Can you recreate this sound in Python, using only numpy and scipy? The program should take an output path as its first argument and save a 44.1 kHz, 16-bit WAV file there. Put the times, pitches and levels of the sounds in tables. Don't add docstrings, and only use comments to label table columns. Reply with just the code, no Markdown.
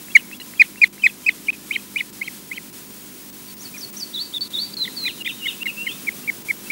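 import sys
import numpy as np
from scipy import signal
from scipy.fft import rfft, irfft, next_fast_len
from scipy.io import wavfile
from scipy.ndimage import uniform_filter1d, map_coordinates

SR = 44100
rng = np.random.default_rng(int(sys.argv[2]) if len(sys.argv) > 2 else 0)


def voltage_ratio(decibels):
    exponent = np.asarray(decibels, float) / 20
    return 10 ** exponent


def unload_audio(sound):
    columns = np.transpose(np.atleast_2d(sound))
    steps = np.round(np.clip(columns, -1, 1) * 32767)
    wavfile.write(sys.argv[1], SR, steps.astype(np.int16))


N = 295911
TIME = np.arange(N) / SR

# t/s, level/dB
BACKGROUND_GAIN = [(0, 0.5), (.2, -1), (.6, -0.5), (.9, -2), (1.3, -1.5), (2.5, -1), (3.8, -0.5), (4.6, 0),
                   (6.71, 1.5)]


def unit(x):
    return x / np.sqrt(np.mean(x ** 2) + 1e-20)


def curve(rows):
    return np.interp(TIME, *np.transpose(rows))


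def wobble(rate_hz):
    knots = rng.standard_normal(int(N * rate_hz / SR) + 4)
    return map_coordinates(knots, [TIME * rate_hz])


def noise(spectrum):
    m = next_fast_len(N)
    hz, db = np.transpose(spectrum)
    log_hz = np.log(np.fft.rfftfreq(m, 1 / SR) + 1)
    gain = voltage_ratio(np.interp(log_hz, np.log(hz), db))
    return unit(irfft(rfft(rng.standard_normal(m)) * gain, m)[:N])


def rumble_and_hiss():
    # f/Hz, level/dB per Hz
    line_noise = [(25, -22), (60, -28.5), (110, -3.5), (220, 5), (400, -1.5), (650, -10.5), (1500, -14.5),
                  (5000, -15.5), (15700, -16.5)]
    level_db = -44.0 + curve(BACKGROUND_GAIN) + 1.08 * wobble(3.21)
    return voltage_ratio(level_db) * noise(line_noise)


def mains_buzz():
    # multiple of the mains frequency, level/dB
    harmonics = [(1, -66), (2, -66.5), (3, -62), (4, -52), (5, -55.5), (6, -54.5), (7, -57.5), (8, -61.5),
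                 (9, -79), (12, -101), (18, -70), (20, -64)]
    drift = wobble(12)
    buzz = np.zeros(N)
    for k, db in harmonics:
        level_db = db + .6 * np.log(k) * np.roll(drift, rng.integers(N))
        buzz += voltage_ratio(level_db) * np.sin(2 * np.pi * (50.02 * int(k) * TIME + rng.random()))
    return np.sqrt(2) * buzz


def scan_whistle():
    # t/s, level/dB
    whistle_level = [(0, -46), (.5, -50), (1.3, -58), (2.3, -51), (3, -47), (3.7, -44), (4.1, -46),
                     (4.6, -52), (5.2, -46), (5.9, -43), (6.71, -47)]
    scan = np.sin(2 * np.pi * 15625 * TIME) + voltage_ratio(-19) * np.sin(2 * np.pi * 15725 * TIME)
    shimmer_db = 1.2 * wobble(45)
    return np.sqrt(2) * voltage_ratio(curve(whistle_level) + 1 + shimmer_db) * scan


def microphone_hiss():
    # f/Hz, level/dB per Hz
    mic_noise = [(300, -12), (1000, -3.5), (2500, -1.5), (6000, -0.5), (12000, 0.5), (15700, -2)]
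    level_db = curve(BACKGROUND_GAIN) - 40.5 + 1.27 * wobble(17)
    return voltage_ratio(level_db) * noise(mic_noise)


def whistles(notes, overtones, round_s, beats=()):
    # f/Hz, level/dB
    beak_colour = [(3500, 2), (4300, 1.5), (4950, -1), (5300, -10), (6900, -13), (7650, 8.5), (8400, -2),
                   (11000, -0.5)]
    # t/s, level/dB
    facing = [
        (1.35, -1.2),
        (1.45, -17),
        (1.6, -17),
        (1.9, -8),
        (5.5, -11),
        (6.05, -19),
    ]
    out = np.zeros(N + SR)
    span = max(int(round_s * SR), 1)
    for note in notes:
        s, hz, db = np.transpose(note)
        t = np.arange(s[0] - .002, s[-1] + 0.0052, 1 / SR)
        pitch = uniform_filter1d(np.interp(t, s, hz), 2 * span, mode="nearest")
        size = uniform_filter1d(np.interp(t, s, voltage_ratio(db / 2)), span, mode="nearest") ** 2
        phase = 2 * np.pi * (np.cumsum(pitch) / SR + rng.random())

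        shake = unit(uniform_filter1d(rng.standard_normal(len(t)), size=150))
        pair = np.zeros(len(t))
        for start, length, membrane_hz, unsteady_hz, beat_db in beats:
            fade = np.clip(np.minimum(t - start, start + length - t) / 0.0032, 0, 1)
            offset_hz = pitch - membrane_hz + unsteady_hz * shake
            pair += 2 * voltage_ratio(beat_db) * fade * np.sin(2 * np.pi * np.cumsum(offset_hz) / SR)

        lumps = voltage_ratio(2.8 * unit(uniform_filter1d(rng.standard_normal((2, len(t))), size=260)))
        lumps *= 1 + .38 * unit(uniform_filter1d(rng.standard_normal((2, len(t))), size=45))
        tone = np.sin(phase)
        facing_db = np.interp(t, *np.transpose(facing))
        for k, overtone_db, growth in overtones:
            colour_db = np.interp(k * pitch, *np.transpose(beak_colour))
            level = voltage_ratio(overtone_db + facing_db + colour_db) * size ** growth
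            tone += level * lumps[int(k) % 2] * np.sin(int(k) * phase)

        edges = np.clip(np.minimum(t - t[0], t[-1] - t) / 0.00077, 0, 1)
        sound = np.sqrt(2) * (size * edges * tone + pair * np.sin(phase))
        out[int(t[0] * SR):][:len(t)] += sound
    return out[:N]


def peeps():
    # t/s, length/s,
    # first f/Hz, last f/Hz, level/dB
    peep_rows = [(0.097, 0.022, 2550, 2850, -40), (0.112, 0.016, 3340.0, 3350.0, -38.1),
                 (0.167, 0.014, 2750, 3030, -19), (0.188, 0.014, 2850, 2950, -35),
                 (0.2, 0.013, 2800, 2450, -38), (0.322, 0.023, 2500.0, 2830.0, -31.2),
                 (0.342, 0.016, 3400.0, 3320.0, -39.9), (0.398, 0.012, 4050.0, 4100.0, -32.7),
                 (0.412, 0.013, 2750.0, 2980.0, -31.2), (0.552, 0.016, 2610.0, 2720.0, -43.9),
                 (0.572, 0.014, 3330.0, 3230.0, -38.4), (0.77, 0.022, 2670.0, 2750.0, -39.0),
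                 (0.99, 0.022, 2750.0, 2680.0, -41.0), (1.019, 0.013, 3150, 2950, -31),
                 (1.242, 0.016, 3230.0, 2900.0, -39.8), (1.468, 0.012, 3140.0, 2630.0, -34.0),
                 (5.035, 0.017, 2650.0, 2510.0, -36.5), (5.662, 0.014, 4040.0, 3830.0, -36.8),
                 (5.872, 0.01, 4190.0, 4040.0, -39.4), (6.117, 0.011, 2620.0, 2240.0, -35.5),
                 (6.232, 0.024, 2760.0, 2700.0, -42.3), (6.66, 0.025, 2570.0, 2700.0, -40.1),
                 (.619, .01, 4250, 3950, -34), (.627, .024, 2400, 1900, -38),
                   (.648, .012, 2500, 2550, -42), (.843, .009, 4150, 4050, -27),
                   (.849, .01, 3500, 3450, -33), (.853, .01, 2500, 2350, -31),
                   (1.066, .01, 4200, 4050, -29), (1.067, .007, 3600, 3550, -31),
                   (1.074, .01, 3550, 3450, -30), (1.08, .017, 3450, 3300, -37),
                   (1.093, .014, 2700, 2450, -33), (1.293, .008, 2900, 2950, -27),
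                   (1.301, .01, 2550, 2550, -29), (1.31, .015, 3500, 3400, -41),
                   (1.526, .011, 2650, 2450, -32), (1.536, .009, 2550, 2500, -34),
                   (1.545, .012, 2500, 2450, -38), (1.763, .008, 2850, 2900, -38),
                   (1.77, .016, 3000, 3300, -38), (1.761, .01, 4450, 4050, -40),
                   (1.776, .008, 2550, 2550, -41), (1.793, .012, 2550, 2450, -41),
                   (2.004, .009, 4600, 4300, -41), (2.02, .009, 2600, 2450, -40),
                   (.169, .01, 5650, 5800, -40), (.397, .008, 2900, 2900, -35),
                   (.408, .009, 1900, 2000, -40), (6.068, .008, 2250, 2400, -25),
                   (5.858, .01, 2600, 2350, -36), (5.268, .014, 3700, 3760, -25),
                   (3.459, .01, 5900, 5700, -46), (3.766, .016, 2050, 1400, -45),
                   (4.443, .024, 4450, 4050, -36)]
    # t/s, peak level/dB
    tick_rows = [(0.0842, -33.5), (0.3142, -31.5), (0.4, -34.5), (0.537, -32), (0.7587, -33.5), (0.98, -37)]
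    notes = []
    for s, length, first_hz, last_hz, db in peep_rows:
        middle = (s + length / 2, (first_hz + last_hz) / 2, db)
        notes.append([(s, first_hz, db - 16), middle, (s + length, last_hz, db - 16)])
    out = whistles(notes, [], round_s=0.0016)
    t = np.arange(SR // 50) / SR
    for s, db in tick_rows:
        decay = voltage_ratio(db + 4.0 - 60 * t / 0.013)
        out[round(s * SR):][:len(t)] += decay * np.sin(2 * np.pi * 1900 * t * (1 + 30 * t))
    return out


def shaped(rows, shape):
    break_hz, closing_s = 1751, .0105
    notes = []
    for start, length, top_hz, held_db, closing_db in rows:
        points = [p for p in shape[0] if p[0] < length - closing_s]
        points += [(length - s, *rest) for s, *rest in shape[1] if length - s > points[-1][0]]
        note = []
        for s, rise, lean, db in sorted(points):
            hz = break_hz + rise * (top_hz - break_hz)
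            note.append((start + s, hz, held_db + lean * (closing_db - held_db) + db))
        notes.append(note)
    return notes


def pipes():
    # start t/s, length/s, top f/Hz, held level/dB, closing level/dB
    loud = [(.813, .034, 2490, -9, -2), (3.737, 0.04, 2510, -38, -40.5)]
    broken = [(4.851, 0.033, 2320, -51, -24), (5.05, 0.036, 2500, -25, -21.5),
              (5.254, 0.027, 2500, -23.5, -20)]
    clipped_notes = [(5.456, 0.019, 2234, -24, -20.5), (5.649, 0.025, 2246, -30, -19.5),
                     (5.866, 0.0154, 2200, -20, -20.5)]
    soft = [(6.0685, 0.027, 2417, -31, -16), (6.2745, 0.03, 2400, -25.5, -16.5),
            (6.484, 0.032, 2406, -27.5, -14.5), (6.699, 0.027, 2390, -24, -15)]
    # t/s, share of the way from break pitch to top, share from held to closing level, extra level/dB
    loud_shape = ([(0, 0.76, 0, -27), (.003, 0.66, 0, -18), (.005, 1, 0.012, 1), (.009, 0.91, 0, 0.5)],
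                  [(.015, 0.96, 0, -3), (0.0078, 0.54, 0.97, -0.5), (0.0049, 0.56, 0.88, -1.4),
                  (0.004, 0.23, 0.92, -3.5), (0.00011, 0.19, 0.91, -42)])
    broken_shape = ([(0, 0.41, 1, -25), (.004, 0.4, 1, -6.5), (.0075, .93, .3, -9), (.012, 0.85, 0, -1.5)],
                    [(0.0104, 1, 0, 2), (.008, 0.78, 0.93, -11), (0.0053, 0.46, 0.97, -1.5),
                    (0.0034, 0.38, 0.84, 2.5), (0.00022, 0.13, 1, -24)])
    clipped_shape = ([(0, 1, 0, -16), (.003, .95, 0, -0.5)], [(0.0082, 0.82, 0.94, -1),
                     (0.0043, 0.63, 1, 1.5), (0.00074, 0.025, 1, -28)])
    soft_shape = ([(0, 0.55, 0, -19), (.004, 0.76, 0, 3.5), (.008, 1, 0, 2)], [(0.0176, 0.89, 0.05, 1.5),
                  (0.0086, 0.67, 0.97, 0.4), (0.0043, 0.57, 0.99, 0.5), (0.0021, 0, 0.9, -26)])
    # t/s, f/Hz, level/dB
    opener = ([(.1475, 2400, -38), (.151, 2350, -22), (.154, 2300, -4), (.157, 2260, -1.5),
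              (.162, 2160, -1.5)], [(.166, 2060, -2.5), (.1685, 1930, -4), (.170, 1820, -18),
              (.1725, 1700, -36)])
    stepped = ([(.592, 2450, -38), (.596, 2350, -24), (.5985, 2400, -7), (.604, 2510, -7),
               (.612, 2480, -6)], [(.6145, 2330, -5.5), (.6162, 2270, -3), (.6205, 2080, -2.5),
               (.6218, 1950, -12), (.6235, 1850, -15), (.627, 1750, -34)])
    wavering = ([(1.030, 2700, -42), (1.0345, 2550, -27), (1.0365, 2350, -25), (1.039, 2380, -10.5),
                (1.043, 2510, -9), (1.047, 2540, -12), (1.052, 2540, -14), (1.055, 2540, -12),
                (1.0575, 2570, -15)], [(1.060, 2480, -12.5), (1.0635, 2320, -6.5), (1.065, 2200, -8.5),
                (1.0672, 2080, -4), (1.070, 1870, -17), (1.073, 1700, -34)])
    scooped = ([(1.261, 2520, -40), (1.2635, 2470, -28), (1.2655, 2430, -16), (1.2685, 2490, -13.5),
               (1.272, 2570, -17.5), (1.278, 2630, -19.5), (1.282, 2600, -18.5)], [(1.286, 2510, -13.5),
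               (1.290, 2320, -7.5), (1.2915, 2180, -9.5), (1.2935, 2060, -7.5), (1.296, 1900, -28),
               (1.298, 1800, -42)])
    fading = ([(1.481, 2450, -40), (1.484, 2250, -28), (1.4865, 2270, -13), (1.4895, 2420, -17),
              (1.492, 2430, -13), (1.500, 2540, -18), (1.506, 2630, -21)], [(1.514, 2500, -13),
              (1.520, 2100, -9), (1.5225, 1850, -36)])
    high_arch = ([(1.7075, 2050, -45), (1.712, 2190, -14.5), (1.7165, 2400, -25), (1.7195, 2440, -21),
                 (1.7235, 2650, -38), (1.727, 2950, -29), (1.730, 3080, -33), (1.7335, 3100, -29),
                 (1.737, 3080, -37)], [(1.745, 3180, -34), (1.752, 3150, -31), (1.7555, 3000, -23),
                 (1.7575, 2650, -30), (1.761, 2350, -15), (1.764, 2120, -19), (1.7655, 2050, -16),
                 (1.769, 1850, -45)])
    low_arch = ([(1.9585, 2050, -45), (1.962, 2190, -16), (1.965, 2360, -21.5), (1.970, 2410, -17),
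                (1.973, 2460, -19), (1.9765, 2650, -42), (1.980, 2910, -27), (1.986, 2970, -29)],
                [(1.998, 2960, -30), (2.0005, 2900, -25), (2.003, 2650, -33), (2.007, 2320, -16.5),
                (2.009, 2180, -20), (2.011, 2060, -15.5), (2.0135, 1950, -31), (2.016, 2000, -33),
                (2.019, 1950, -46)])
    wide_arch = ([(2.212, 2030, -45), (2.218, 2110, -18.5), (2.223, 2230, -22), (2.227, 2300, -39),
                 (2.230, 2450, -27), (2.234, 2700, -40), (2.238, 2850, -52), (2.244, 3130, -38),
                 (2.250, 3200, -46)], [(2.262, 3150, -49), (2.270, 3200, -40), (2.274, 3100, -42),
                 (2.2755, 2750, -36), (2.278, 2460, -25), (2.2805, 2250, -29), (2.283, 2130, -21),
                 (2.2865, 1950, -44)])
    last_arch = ([(2.5115, 1950, -46), (2.517, 2080, -22.5), (2.523, 2230, -28), (2.5275, 2380, -40),
                 (2.531, 2460, -28), (2.535, 2550, -37), (2.538, 2750, -50), (2.541, 2850, -39),
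                 (2.546, 2980, -47)], [(2.56, 3120, -46), (2.571, 3150, -35), (2.574, 2800, -40),
                 (2.577, 2430, -26), (2.580, 2200, -33), (2.582, 2120, -23), (2.586, 1950, -45)])
    notes = shaped(loud, loud_shape) + shaped(broken, broken_shape)
    notes += shaped(clipped_notes, clipped_shape) + shaped(soft, soft_shape)
    own = [opener, stepped, wavering, scooped, fading, high_arch, low_arch, wide_arch, last_arch]
    return notes + [[*opening, *closing] for opening, closing in own]


def rasps(notes):
    out = np.zeros(N + SR)
    t = np.arange(SR // 16) / SR
    centre_hz = 2450 + 1300 * np.exp(-t / 0.016)
    phase = 2 * np.pi * np.cumsum(centre_hz) / SR
    puff = voltage_ratio(-60 * t / 0.084) * (1 - np.exp(-t / 0.002))
    puff += 0.21 * np.exp(-((t - .03) / 0.0035) ** 2)
    for note in notes:
        grain = uniform_filter1d(rng.standard_normal((2, len(t))), size=26)
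        grain = unit(uniform_filter1d(grain, size=26))
        band = grain[0] * np.cos(phase) + grain[1] * np.sin(phase)
        effort_db = max(db for s, hz, db in note[-4:])
        start = round((note[-1][0] - .006) * SR)
        out[start:][:len(t)] += voltage_ratio(effort_db - 26) * puff * band
    return out[:N]


def near_bird():
    # multiple, level/dB, exponent of growth with effort
    overtones = [(2, -27, -0.32), (3, -42, -0.7), (4, -42, 0.5)]
    # t/s, length/s, f/Hz, unsteadiness/Hz, level/dB
    beat_rows = [
        (1.733, 0.023, 2430, 170, -35.5),
        (1.983, 0.021, 2380, 170, -35.5),
        (2.25, .022, 2300, 220, -45),
        (2.552, .02, 2220, 200, -48),
    ]
    notes = pipes()
    piping = whistles(notes, overtones, round_s=0.00098, beats=beat_rows)
    return piping * voltage_ratio(0.16) + rasps(notes) + peeps()


def thump():
    return voltage_ratio(-39.5) * np.exp(-((TIME - .162) / 0.00398) ** 2)


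def echo(x, delay_s, t60):
    out = np.zeros(N + 2 * SR)
    step = SR // 16
    t = np.arange(int(min(t60, .5) * SR)) / SR
    for start in range(0, N, step):
        tail = rng.standard_normal(len(t)) * voltage_ratio(-60 * t / t60) * (t > delay_s)
        wet = signal.fftconvolve(x[start:start + step], tail / np.linalg.norm(tail))
        out[start:start + len(wet)] += wet
    return out[:N]


def nest_echo(near):
    rim_s = 0.023
    nest = voltage_ratio(-29.0) * echo(near, delay_s=0.0039, t60=0.045)
    nest += voltage_ratio(-42.5) * echo(near, delay_s=.03, t60=0.96)
    return nest + voltage_ratio(-39.5) * np.roll(near, round(rim_s * SR)) * (TIME > rim_s)


def link():
    # start t/s, number of packets
    lost_rows = [(.376, 1), (.880, 2), (1.5042, 1), (2.1041, 1), (2.7041, 1), (3.3043, 1), (3.5441, 1),
                 (3.9044, 1), (4.3844, 1), (4.4806, 1), (4.7446, 1), (5.2243, 1), (5.6328, 1), (6.425, 1)]
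    packet_s = .0238
    lost = sum((TIME > start) & (TIME < start + packets * packet_s) for start, packets in lost_rows)
    return uniform_filter1d(1. - lost, size=7)


def slides():
    # start t/s, length/s, pitch ratio, level/dB
    tall_spike = [(0, 5640, -5), (.017, 5840, 1), (.032, 7000, -1), (.051, 4720, -1), (.064, 4510, 4.5),
                  (.083, 4240, -6)]
    tall_spikes = [(3.593, 0.081, 1.001, -40.5)]
    spike = [(0, 5600, -23), (.009, 5740, 1.5), (.023, 6540, -10.5), (.032, 6280, -13), (.037, 5750, .2),
             (.046, 4900, -3), (.061, 4560, 3), (.078, 4360, 1.5), (.087, 4400, -23)]
    spikes = [(3.773, 0.079, 0.99, -34), (3.963, 0.079, 1.008, -29.5)]
    tall_hook = [(0, 3200, -20), (.008, 3640, -10), (.016, 4010, -2.5), (.04, 3520, -2), (.053, 3400, -4),
                 (.064, 3960, 0), (.076, 4370, -2), (.09, 4550, 0.5), (.13, 4680, -14)]
    tall_hooks = [(4.13, .125, 1.001, -25)]
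    hook = [(0, 3107, -22), (.019, 3825, 0.5), (.042, 3520, -1.5), (.055, 3450, -6), (.064, 3920, 3.5),
            (.076, 4380, -3.3), (.097, 4560, 0.5), (.124, 4620, -6), (.13, 4640, -10)]
    hooks = [(4.327, 0.11, .995, -23.5), (4.525, 0.13, 1.001, -23.5)]
    falling = [(0, 4900, -30), (.016, 4550, -2.5), (.027, 4410, -1), (.056, 4150, -6.5), (.085, 4090, 1.5),
               (.108, 3960, 1.5), (.125, 3480, -1), (.144, 2820, -4.5), (.165, 2260, -22)]
    fallings = [(4.7251, 0.1423, 1.001, -25), (4.9545, 0.163, 1.001, -26)]
    hump = [(0, 3010, -14), (.039, 2764, -1.5), (.065, 3110, 2), (.076, 3486, 2.5), (.09, 3764, 5.5),
            (.103, 3500, 0), (.114, 3060, 0.5), (.132, 2700, -8), (.14, 2540, -21)]
    humps = [(5.185, 0.134, 1.001, -30), (5.396, 0.14, 1.001, -31.5)]
    reply = [(0, 2813, -12), (.01, 2883, -0.8), (.027, 2590, -5), (.038, 2430, -26)]
    replies = [(5.284, 0.036, 0.96, -29.5), (5.475, 0.037, 1.01, -24.5), (5.675, 0.028, .98, -22.5),
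               (5.881, 0.044, 0.99, -29.5)]
    rising = [(0, 2436, -19), (.01, 2596, -8.5), (.028, 2710, 1.5), (.074, 2760, 0), (.102, 2900, -11),
              (.134, 3120, 2), (.154, 3410, -3), (.172, 3560, -4), (.205, 3800, -21)]
    risings = [(5.606, 0.057, 1.045, -23), (5.758, .205, 1.001, -31.5)]
    scrap = [(0, 4580, -12), (.006, 4525, 2), (.019, 4440, -5), (.032, 4450, -12)]
    scraps = [(3.48, .032, 1.001, -39.5), (5.311, .03, .82, -37)]
    # f/Hz, width/Hz, depth/dB
    holes = [(3360, 120, -25), (3630, 78, -11), (4150, 43, -10), (4730, 170, -19), (6070, 170, -21),
             (2660, 64, -4), (3200, 53, -8), (5350, 150, -14), (6600, 180, -14)]
    song = [(tall_spike, tall_spikes), (spike, spikes), (tall_hook, tall_hooks), (hook, hooks),
            (falling, fallings), (hump, humps), (reply, replies), (rising, risings), (scrap, scraps)]
    notes = []
    for figure, rows in song:
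        s, hz, db = np.transpose(sorted(figure))
        for start, length, ratio, level_db in rows:
            points = [p for p in zip(s[:-1], hz, db) if p[0] < length]
            points.append((length, np.interp(length, s, hz), db[-1]))
            notes.append([(start + a, ratio * b, level_db + c) for a, b, c in points])
    m = next_fast_len(N)
    f = np.fft.rfftfreq(m, 1 / SR)
    path = np.ones(len(f), complex)
    for centre, width, depth_db in holes:
        detuning = centre * centre - f * f
        path *= (detuning + 1j * f * width * voltage_ratio(depth_db)) / (detuning + 1j * f * width)
    return irfft(rfft(whistles(notes, [], round_s=0.0012), m) * path, m)[:N]


def tree_echo(far):
    stirred = far * unit(wobble(260))
    trees = voltage_ratio(-6.0) * echo(far, delay_s=0.0022, t60=0.049)
    trees += voltage_ratio(-14.5) * echo(stirred, delay_s=0.0066, t60=0.94)
    trees += voltage_ratio(-17.0) * echo(far, delay_s=0.013, t60=0.27)
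    return trees + voltage_ratio(-18.5) * np.roll(far, round(.036 * SR))


def scene():
    near = near_bird()
    far = slides()
    microphone = near + far + nest_echo(near) + tree_echo(far) + microphone_hiss()
    cable = rumble_and_hiss() + mains_buzz() + scan_whistle()
    return (microphone * link() + cable + thump())[None]


def low_pass(x):
    return signal.sosfilt(signal.butter(12, 16150, fs=SR, output="sos"), x)


def record(dry):
    clipped = dry / (1 + np.abs(dry / 1.02) ** 16) ** (1 / 16)
    top_hz = 15780
    m = next_fast_len(N)
    passed = irfft(rfft(clipped, m) * (np.fft.rfftfreq(m, 1 / SR) < top_hz), m)[:, :N]
    return low_pass(passed)


dry = scene()
out = record(dry)
unload_audio(out)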